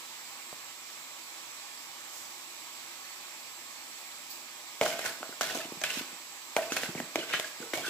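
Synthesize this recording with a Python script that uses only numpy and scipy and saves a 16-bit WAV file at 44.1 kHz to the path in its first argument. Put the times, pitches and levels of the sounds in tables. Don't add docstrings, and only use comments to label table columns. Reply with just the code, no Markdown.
import sys
import numpy as np
from scipy import signal
from scipy.io import wavfile
from scipy.ndimage import uniform_filter1d

SR = 44100
rng = np.random.default_rng(int(sys.argv[2]) if len(sys.argv) > 2 else 0)


def output_pcm(signal):
    pcm = np.clip(np.atleast_2d(signal).T, -1, 1) * 32767
    wavfile.write(sys.argv[1], SR, np.round(pcm).astype(np.int16))


N = 347985


def gain_of(db):
    return 10 ** (np.asarray(db) / 20)


def evened(x):
    return x / np.sqrt(np.mean(x ** 2) + 1e-20)


def read(points, hz):
    f, value = np.transpose(points)
    return np.interp(np.log(hz + 1), np.log(f + 1), value)


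def add(mix, s, sound):
    part = mix[:, round(s * SR):][:, :sound.shape[1]]
    part += sound[:, :part.shape[1]]


def drift(length, rate):
    knots = rng.standard_normal(int(length / SR * rate) + 2)
    return evened(np.interp(np.arange(length) * rate / SR, np.arange(len(knots)), knots))


# frequency in Hz, likeness from 0 to 1
PORT_LIKENESS = [(40, 0.12), (130, 0.21), (290, 1), (700, 0.91), (1400, 0.92), (2500, 0.093), (5000, 0.057),
                 (15000, 0.033)]


def noise(length, colour, lean, lag_s, patchy_db, likeness=0.95, bands=(), ripple_db=0, size=1024):
    hz = np.fft.rfftfreq(size, 1 / SR)
    a, b, c, d, patches = rng.standard_normal((4 * length // size + 5, len(hz), 5)).T
    patches = uniform_filter1d(patches, size=size // 100, axis=0)
    patches = evened(uniform_filter1d(patches, size=10240 // size, axis=1))
    same = np.clip(likeness * read(PORT_LIKENESS, hz), 0, 1)[:, None]
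    right = a + 1j * b
    early = np.exp(2j * np.pi * hz * lag_s)[:, None]
    left = same * early * right + np.sqrt(1 - same ** 2) * (c + 1j * d)
    z = np.array([left, right])
    side = read(lean, hz)[:, None] / 2
    shape_db = read(colour, hz)
    shape_db += sum(db / (1 + (2 * (hz - f) / width) ** 2) for f, width, db in bands)
    ripple = evened(uniform_filter1d(rng.standard_normal(len(hz)), size=2))
    shape_db += ripple_db * np.minimum(hz / 500, 1) * ripple
    z *= gain_of(shape_db[:, None] + patchy_db * patches + np.array([side, -side]))
    out = signal.istft(z, nperseg=size, noverlap=3 * size // 4)[1][:, :length]
    return out / np.sqrt(np.mean(out.mean(0) ** 2))


# frequency in Hz, left over right in dB.
HISS_LEAN = [(60, -1), (120, 0), (240, -2.5), (480, -7), (950, -2), (1890, -1), (3770, -6), (7520, -9),
             (15000, 2)]
# frequency in Hz, relative level in dB per Hz.
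HISS_COLOUR = [(30, -27), (75, -28.5), (115, -15.5), (210, -17.5), (480, -12.5), (800, -7), (1150, -3.5),
               (1400, -7.5), (2300, -4), (2800, -6), (4600, -5.5), (7100, -9), (7700, -4), (8600, -14.5),
               (15500, -12)]
# centre in Hz, width in Hz, boost in dB.
HISS_BANDS = [(259.6, 34, 9.5), (339.5, 23, 10), (598, 19, 5), (804, 40, 6.5), (953, 70, 4), (1147, 36, 4),
              (1314, 16, 5.5), (1770, 27, 5.5), (2220, 91, 3.5), (2420, 100, 3.5), (3480, 120, 3)]
HISS_DB, HISS_LAG_S = -47, 1.5e-4


def hiss():
    bed = noise(N, HISS_COLOUR, HISS_LEAN, HISS_LAG_S, patchy_db=1.0, bands=HISS_BANDS,
                ripple_db=1.5, size=4096)
    swell_db = .3 * drift(N, 4)
    return gain_of(HISS_DB + swell_db) * bed


# centre frequency in Hz, level in dB before the port boosts.
WHISTLES = [(7149, -73), (7262, -68), (7381, -73), (7494, -66), (7612, -66), (7730, -69), (7827, -67),
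            (7940, -69), (8430, -79)]


def whistles():
    out = np.zeros((2, N))
    for hz, db in WHISTLES:
        turns = np.cumsum(hz + 4 * drift(N, 14)) / SR
        slip = np.array([.12 * drift(N, 5), np.zeros(N)])
        level_db = db + 3 * drift(N, 9) + np.array([[1], [7]])
        out += gain_of(level_db) * np.sin(2 * np.pi * (turns + rng.random() + slip))
    return out


# time of the top in seconds, level in dB, rise time constant in seconds,
# t60 in seconds, then a colour of frequency in Hz and relative level in dB per Hz.
SPURTS = [(2.17, -47, 0.068, 0.95, [(2500, -18), (5000, -4), (7000, 2), (9500, -8), (13500, -3),
          (15500, -4)]), (4.305, -38.5, 0.006, 0.36, [(2500, -25), (4700, 6), (7000, -6), (9500, -12),
          (13000, -7), (15200, 4)])]


def spurts():
    out = np.zeros((2, N))
    for s, db, rise, t60, colour in SPURTS:
        u = np.arange(SR) / SR - 4 * rise
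        swell = np.where(u < 0, np.exp(u / rise), gain_of(-60 * u / t60))
        puff = noise(SR, colour, HISS_LEAN, HISS_LAG_S, patchy_db=2)
        add(out, s - 4 * rise, gain_of(db) * swell * puff)
    return out


# frequency in Hz, t60 in seconds.
KITCHEN_DECAY = [(100, 0.08), (600, 0.66), (3000, 0.47), (15000, 0.25)]


def kitchen(x):
    taps = np.zeros((2, SR // 2))
    at = np.arange(150, SR // 2 - 20, 20) + rng.integers(0, 20, (2, (SR // 2 - 151) // 20))
    np.put_along_axis(taps, at, rng.choice([-1., 1.], at.shape), 1)
    hz, t, z = signal.stft(taps, SR, nperseg=256)
    same = np.clip(read(PORT_LIKENESS, hz), 0, 1)[:, None]
    z[0] = same * z[1] + np.sqrt(1 - same ** 2) * z[0]
    decay = gain_of(-60 * t / read(KITCHEN_DECAY, hz)[:, None])
    tail = signal.istft(z * decay, SR, nperseg=256)[1]
    return signal.fftconvolve(x.mean(0)[None], tail / np.linalg.norm(tail[0]), axes=1)[:, :N]


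# frequency in Hz, left over right in dB.
WOK_LEAN = [(60, 0), (130, 0), (290, 1.5), (640, -4.5), (1410, 0), (3100, -2), (6820, -8), (15000, 2)]


def ring(hz, db, t60, lag_s):
    t = np.maximum(np.arange(6000) / SR - np.array([[max(-lag_s, 0)], [max(lag_s, 0)]]), 0)
    side = read(WOK_LEAN, hz) / 2
    return gain_of(db + np.array([[side], [-side]]) - 60 * t / t60) * np.sin(2 * np.pi * hz * t)


def dent(hz, db, width, delay):
    t = np.arange(6000) / SR - delay - np.array([[0], [4e-5]])
    side = read(WOK_LEAN, hz) / 2
    bell = np.exp(-(t / width) ** 2)
    return gain_of(db + np.array([[side], [-side]])) * bell * np.cos(2 * np.pi * hz * t)


def burst(colour, delay, t60):
    t = np.arange(6000) / SR - delay
    puff = noise(6000, colour, WOK_LEAN, 6e-5, patchy_db=2, size=256)
    return (t > 0) * gain_of(-60 * np.maximum(t, 0) / t60) * puff


# frequency in Hz, relative level in dB per Hz.
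SLIDE_COLOUR = [(40, -36), (90, -23), (160, -19), (260, -22), (380, -17), (600, -58)]


def sliding(length):
    lumps = gain_of(2.8 * drift(length, 48.0))
    return lumps * noise(length, SLIDE_COLOUR, WOK_LEAN, 8e-5, patchy_db=9.5, likeness=3.2)


# start in seconds, level in dB,
# pitch it sags to in Hz, cycles that set the length of the push.
THUDS = [(4.938, -46, 230, 1.8), (5.099, -49, 245, 2.2), (5.205, -46.5, 258, 2.3),
         (5.292, -38.5, 274, 0.79), (5.325, -48, 406, 2.1), (5.506, -51, 306, 3.3), (5.548, -40, 247, 2.1),
         (5.57, -39, 336, 1.7), (5.652, -36.5, 240, 0.73), (5.721, -35.5, 275, 0.86),
         (5.769, -47, 170, 1.7), (5.97, -35, 240, 1.6), (6.01, -36, 260, 1.1), (6.088, -56, 251, 3.2),
         (6.127, -49, 200, 1.05), (6.627, -56, 250, 4.5), (6.719, -33.5, 268, 1.37), (6.836, -41, 276, 1.6),
         (6.888, -35, 154, 0.93), (6.953, -34, 180, 1), (6.98, -42, 240, 1.4), (7.001, -32.5, 248, 1.8),
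         (7.021, -44, 300, 1.1), (7.394, -56, 250, 1.8), (7.157, -33, 302, 2.64), (7.185, -38, 328, 2.8),
         (7.602, -38.5, 270, 1.12), (7.63, -48, 282, 2.3), (7.735, -31, 330, 1.96), (7.786, -47, 274, 4.3),
         (7.879, -42, 322, 2.9)]
# frequency in Hz, relative level in dB per Hz.
SLAP_COLOUR = [(150, -20), (400, 0), (750, -3), (1500, -10), (4000, -23)]
SLAP_DB, SLAP_T60 = -10.5, 0.072
SETTLE_DB, SETTLE_T60 = -15, 0.14


def thuds():
    out = np.zeros((2, N))
    t = np.arange(SR // 4) / SR
    for s, db, hz, cycles in THUDS:
        u = t * hz / max(cycles, .5)
        turns = cycles * (u + 0.37 * (1 - np.exp(-7. * u)))
        push = u * np.exp(1 - 2.7 * u) * 5.06 * np.sin(2 * np.pi * turns)
        settle = np.minimum(u, 1) * gain_of(SETTLE_DB - 60 * t / SETTLE_T60) * sliding(len(t))
        add(out, s, gain_of(db) * (np.array([0.82 * push, 0.9 * push]) + settle))
        add(out, s, gain_of(db + SLAP_DB) * burst(SLAP_COLOUR, 0.00092, SLAP_T60))
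    return out


# start in seconds, level in dB, frequency in Hz, t60 in seconds.
PINGS = [(0.527, -45, 170, 0.028), (4.82, -32, 2170, 0.074), (4.859, -26, 1450, 0.038),
         (5.059, -32.5, 1450, 0.077), (5.325, -33.5, 1450, 0.031), (5.497, -29, 1490, 0.046),
         (5.498, -30, 1880, .04), (5.603, -32, 1750, .04), (5.571, -38, 500, .04), (5.9, -29, 2780, 0.05),
         (5.608, -39, 1300, .05), (5.646, -40, 2950, 0.046), (6.627, -33, 2670, 0.037),
         (6.629, -36, 1770, .05), (6.702, -34, 2560, .06), (6.72, -31, 6150, 0.087),
         (6.833, -34, 2140, 0.034), (6.589, -32, 1880, 0.062), (6.719, -33, 2700, .05),
         (6.858, -32.5, 1560, 0.036), (6.857, -31, 2070, 0.035), (6.976, -33.5, 2280, .04),
         (7.179, -30, 600, 0.054), (7.19, -38, 3100, 0.074), (7.21, -32, 2930, 0.066),
         (7.228, -32.5, 1474, 0.037), (7.327, -25, 2470, .018), (7.397, -39, 650, 0.044),
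         (7.336, -29, 2050, 0.039), (7.335, -27, 3027, .06), (7.365, -34, 2650, .05),
         (7.444, -26.5, 1670, 0.033), (7.626, -32, 1470, 0.03), (7.777, -33, 2300, .04),
         (7.781, -30, 716, 0.051), (7.794, -36, 2250, .05), (7.82, -35, 3260, 0.045),
         (7.838, -37, 1590, 0.087), (7.864, -39, 3450, .08), (7.878, -34, 2700, 0.063),
         (7.879, -39, 3500, .08)]
PING_RISE_S = 0.0012


def pings():
    out = np.zeros((2, N))
    soft_start = 1 - np.exp(-(np.arange(6000) / SR / PING_RISE_S) ** 2)
    for s, db, hz, t60 in PINGS:
        add(out, s, soft_start * ring(hz, db, t60, 6e-5))
    return out


# start in seconds, rise in seconds, hold in seconds, level in dB,
# then bowl boom, gritty hiss and rasp in dB relative to that before the mix trims,
# bowl tone in Hz, blade tone in Hz.
SCRAPES = [(4.813, 0.0041, 0.28, -41, -4, -4, -6, 800, 2300),
           (5.036, 0.026, 0.0093, -40, -9.5, -2, -4, 680, 1700),
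           (5.41, 0.0038, 0.2, -39.5, -16, -4, -7, 740, 3040),
           (5.84, 0.0049, 0.16, -41.5, -26, -2, -1.5, 770, 2580),
           (6.077, 0.027, 0.023, -52, -4, -8, -6, 700, 1950),
           (6.571, 0.004, 0.078, -45.5, 4, -5.5, -9, 630, 1950),
           (6.699, 0.032, 0.014, -42, -4, -5.5, -10, 597, 2500),
           (6.763, 0.0025, 0.099, -40.5, -2, -5, -6.5, 730, 2800),
           (6.943, 0.048, 0.013, -45, 2.5, -10, -17, 490, 1960),
           (7.156, .005, 0.067, -41, 0, -15, -5, 503, 2900),
           (7.274, 0.067, 0.017, -38.5, -12, -12.5, 1, 600, 2550),
           (7.37, 0.017, 0.076, -51.5, 1, 2, -12, 640, 2200),
           (7.595, 0.026, 0.013, -48.5, 5, -9, -12, 442, 1700),
           (7.736, 0.0027, 0.075, -42.5, 4.5, -4.5, -4.5, 666, 2220),
           (7.83, 0.049, .03, -37, -11, -10.5, -14, 400, 3260)]
# frequency in Hz, relative level in dB, t60 in seconds (a little shorter in scrapes).
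BOWL_MODES = [(297, -29, 0.096), (430, -1, 0.05), (477, 15.5, 0.053), (519, 4.5, 0.077), (594, 0, 0.12),
              (630, 7.5, 0.25), (669.4, 4.5, 0.28), (760, 6, 0.09), (807, 8, 0.08), (370, -2, 0.08),
              (901, 5, 0.07), (970, 12, 0.026), (1100, 4, 0.04)]
BLADE_MODES = [(1204, -26, 0.16), (1500, 8, 0.033), (1634, -1, 0.053), (1827, 6, 0.019), (2147, 2.5, 0.032),
               (2350, -17, 0.013), (2583, 2, 0.024), (3050, -11.5, 0.12), (3330, 2, 0.017)]
EDGE_MODES = [(3900, 7, 0.025), (4500, 4, 0.02), (5200, 6, 0.018), (6200, 5, 0.023), (7100, 3, 0.018),
              (8500, 5, 0.014), (10000, 2, 0.012), (12500, 3, 0.01)]
# frequency in Hz, relative level in dB per Hz.
GRIT_COLOUR = [(1200, -8), (2500, 2.5), (3600, 0.5), (5000, -1.5), (7200, -2.5), (9000, -7), (13800, -8),
               (15500, -16)]
# frequency in Hz, relative level in dB, pulse width in seconds.
SNAP_PULSES = [(3000, -5, .0003), (6000, 2, 0.00017), (11000, -4, .0001)]
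SNAP_DB, SLIDE_DB = -6.5, -24
SAG_DB_PER_S, RELEASE_T60 = 33.5, 0.26
JUDDER_DB, EDGE_TONE_HZ = 2.2, 6200


def catching(length, per_s, spread_db, most):
    strength = gain_of(spread_db * np.minimum(rng.exponential(1, length), most))
    return strength * (rng.random(length) < per_s / SR)


def dragged_modes(catches, modes, tone_hz):
    length = len(catches)
    group = 0
    for hz, level, t60 in modes:
        favour_db = 8.8 * np.exp(-(np.log(hz / tone_hz) / 0.24) ** 2)
        drive = catches * gain_of(6.5 * drift(length, 27.0) + favour_db)
        bent_hz = hz * (1 + 0.025 * rng.standard_normal())
        lag_s = 8e-5 + 0.000081 * rng.standard_normal()
        mode = ring(bent_hz, level, 0.92 * t60, lag_s)
        group = group + signal.oaconvolve(drive[None], mode, axes=1)[:, :length]
    return evened(group)


def stroke(start, rise, hold, db, bowl_db, grit_db, rasp_db, bowl_hz, blade_hz):
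    t = np.arange(SR // 2) / SR
    length = len(t)
    held = np.clip(t - rise, 0, hold)
    released = np.maximum(t - rise - hold, 0)
    drag_db = db - SAG_DB_PER_S * held - 60 * released / RELEASE_T60
    drag = np.minimum(t / rise, 1) ** 0.68 * gain_of(drag_db)

    catches = catching(length, 4000, 3.3, 5) * rng.choice([-1., 1.], length)
    out = gain_of(bowl_db - 4.5) * dragged_modes(catches, BOWL_MODES, bowl_hz)
    out += gain_of(-1.5) * dragged_modes(catches, BLADE_MODES, blade_hz)
    out += gain_of(grit_db - 28) * dragged_modes(catches, EDGE_MODES, EDGE_TONE_HZ)

    bite = evened(uniform_filter1d(abs(catches), size=30) + 0.17) * gain_of(JUDDER_DB * drift(length, 89.0))
    grit = noise(length, GRIT_COLOUR, WOK_LEAN, 8e-5, patchy_db=1.2)
    band = [(blade_hz / 3.1, -25), (blade_hz / 1.23, -3), (blade_hz, 0),
            (blade_hz * 1.34, -4), (blade_hz * 3.5, -25)]
    rasp = noise(length, band, WOK_LEAN, 8e-5, patchy_db=2.5, size=512)
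    out += gain_of(rasp_db) * bite * rasp
    out += gain_of(grit_db + 5.0) * bite * grit
    out += gain_of(SLIDE_DB) * sliding(length)

    coarse = catching(length, 350, 4.5, 4)
    snap = sum(dent(hz, level, width, 0.001035) for hz, level, width in SNAP_PULSES)[:, :200]
    cracks = evened(signal.oaconvolve(coarse[None], snap, axes=1)[:, :length])
    out += gain_of(grit_db + SNAP_DB) * cracks
    return start, drag * out


# start in seconds, blade level in dB, bowl boom in dB relative to the blade,
# edge tick in dB relative to the blade, blade ring in dB relative to the dent, strongest blade tone in Hz,
# bowl ring in dB relative to the dent, strongest bowl tone in Hz.
KNOCKS = [(0.5277, -43.5, 7.5, -10, -26, 1100, -24, 900), (4.812, -13.5, -0.5, -9, -14, 2200, -6, 626),
          (4.8611, -21.5, -7, -4, -6, 1400, -1.5, 910), (4.9914, -29.5, -0.5, 0, -1, 1490, -8, 770),
          (5.0436, -36, -1.5, -14, -4, 1500, 4.5, 705), (5.229, -27.5, -0.5, -15, -10, 1420, -11, 710),
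          (5.4098, -19.5, -3.5, -2, -6, 1400, -9, 760), (5.431, -35, -12, 12.5, -2, 1570, -4, 760),
          (5.5078, -31, -2, -6, -2, 2650, -1.5, 765), (5.5477, -40, 5, 8, 5, 1450, 2.5, 534),
          (5.574, -37, 0, 7, -6, 1500, -4, 600), (5.8148, -33.5, -1, 1, 2.5, 1700, -1.5, 760),
          (5.8371, -18, -32, -5, -2, 2330, 2.5, 770), (5.8388, -23, -10, -4.5, -4, 2480, -9, 770),
          (5.8403, -23.5, -27, -6, -8, 1590, -10, 770), (5.903, -26, -33, -5, -2, 2800, 4, 770),
          (6.565, -13, -1, -10, -7, 2250, -7.5, 640), (6.7203, -24, -14, -3, -5.5, 1530, -11, 600),
          (6.7662, -20, -6, -4.5, -9, 1690, -8.5, 734), (6.77, -21.5, -20, 0, -7, 2200, -9, 720),
          (6.833, -20, -8, -24, -16, 1800, -18, 724), (6.9498, -33, 3, -10, -24, 2160, -22, 490),
          (7.001, -25.5, 0, -8, -23, 1800, -26, 490), (7.1567, -15.5, -1.5, -8.5, -7.5, 2200, -17.5, 600),
          (7.3351, -16.5, -15, -10, -13, 2100, -11, 715), (7.3378, -18, -10, -16, -2, 1490, -8, 720),
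          (7.3976, -29, -2.5, 7.5, -19, 2180, -14, 640), (7.7341, -20.5, -6, -12, 1, 2130, -6.5, 520),
          (7.774, -40, -10, 12, -12, 2300, -12, 700), (7.878, -38, -6, 8, -10, 2700, -10, 503)]
# frequency in Hz, relative level in dB, pulse width in seconds, delay in seconds.
DENTS = [
    [(633, -0.5, 0.0012, 0.0016), (1000, -5, 0.0006, 0.0013)],
    [(2530, -0.5, 0.00024, 0.001105)],
    [(4050, -7.5, 0.00018, 0.000768), (6500, -3, 0.00017, 0.000898), (12500, -12, 0.0003, 0.00086)],
]
DETUNE, KNOCK_PAN_DB = .007, 2
CHATTER_DB, CHATTER_T60 = -3.5, 0.011
BODY_DB, BODY_T60 = -9, .15


def knock_tail(modes, bowl_hz, blade_hz):
    favoured = (bowl_hz, 8, .16), (blade_hz, 5.7, .049), (EDGE_TONE_HZ, 4.5, .049)
    tail = 0
    for hz, level, t60 in modes:
        chance, lag, bend = rng.standard_normal(3)
        favour_db = max(top_db * np.exp(-(np.log(hz / tone_hz) / spread) ** 2)
                        for tone_hz, top_db, spread in favoured)
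        mode = ring(hz * (1 + DETUNE * bend), level + favour_db + 2. * chance, t60, 6e-5 + 1e-4 * lag)
        tail = tail + mode * gain_of(5 * drift(6000, 90.0))
    build = 1 - np.exp(-(np.arange(6000) / SR / .003) ** 2)
    return tail * build / abs(tail[:, 130:]).max()


def knocks():
    out = np.zeros((2, N))
    for s, db, bowl_db, edge_db, ring_db, blade_hz, boom_db, bowl_hz in KNOCKS:
        blow = gain_of(db) * dent(blade_hz, -1.0, 0.00097, 0.001334)
        blow += gain_of(db + edge_db + CHATTER_DB) * burst(GRIT_COLOUR, 0.00055, CHATTER_T60)
        blow += gain_of(db + bowl_db + boom_db + BODY_DB) * burst(SLAP_COLOUR, .003, BODY_T60)
        blow += gain_of(db + bowl_db) * dent(1070, -7.0, 0.00023, 0.001)
        parts = zip((BOWL_MODES, BLADE_MODES, EDGE_MODES), DENTS,
                    (bowl_db, 0, edge_db), (boom_db, ring_db, ring_db + 3.0))
        for modes, dents, group_db, tail_db in parts:
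            first = sum(dent(*row) for row in dents)
            tail = gain_of(tail_db) * knock_tail(modes, bowl_hz, blade_hz)
            blow += gain_of(db + group_db) * (first + tail)
        add(out, s, blow * gain_of([[KNOCK_PAN_DB / 2], [-KNOCK_PAN_DB / 2]]))
    return out


def scene():
    background = hiss() + whistles() + spurts()
    wok = thuds() + knocks()
    for row in SCRAPES:
        add(wok, *stroke(*row))
    wok = signal.sosfilt(signal.butter(3, 130., "high", fs=SR, output="sos"), wok)
    touches = pings()
    echoes = gain_of(-9.5) * kitchen(wok + gain_of(-4.0) * touches)
    return background + echoes + touches + wok


LOPSIDED, BAND_LIMIT_HZ = 0.15, 15350


def record(dry):
    low_pass = signal.firwin(511, BAND_LIMIT_HZ, window=("kaiser", 9), fs=SR)
    return signal.oaconvolve(dry + LOPSIDED * dry ** 2, low_pass[None], "same")


dry = scene()
out = record(dry)
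output_pcm(out)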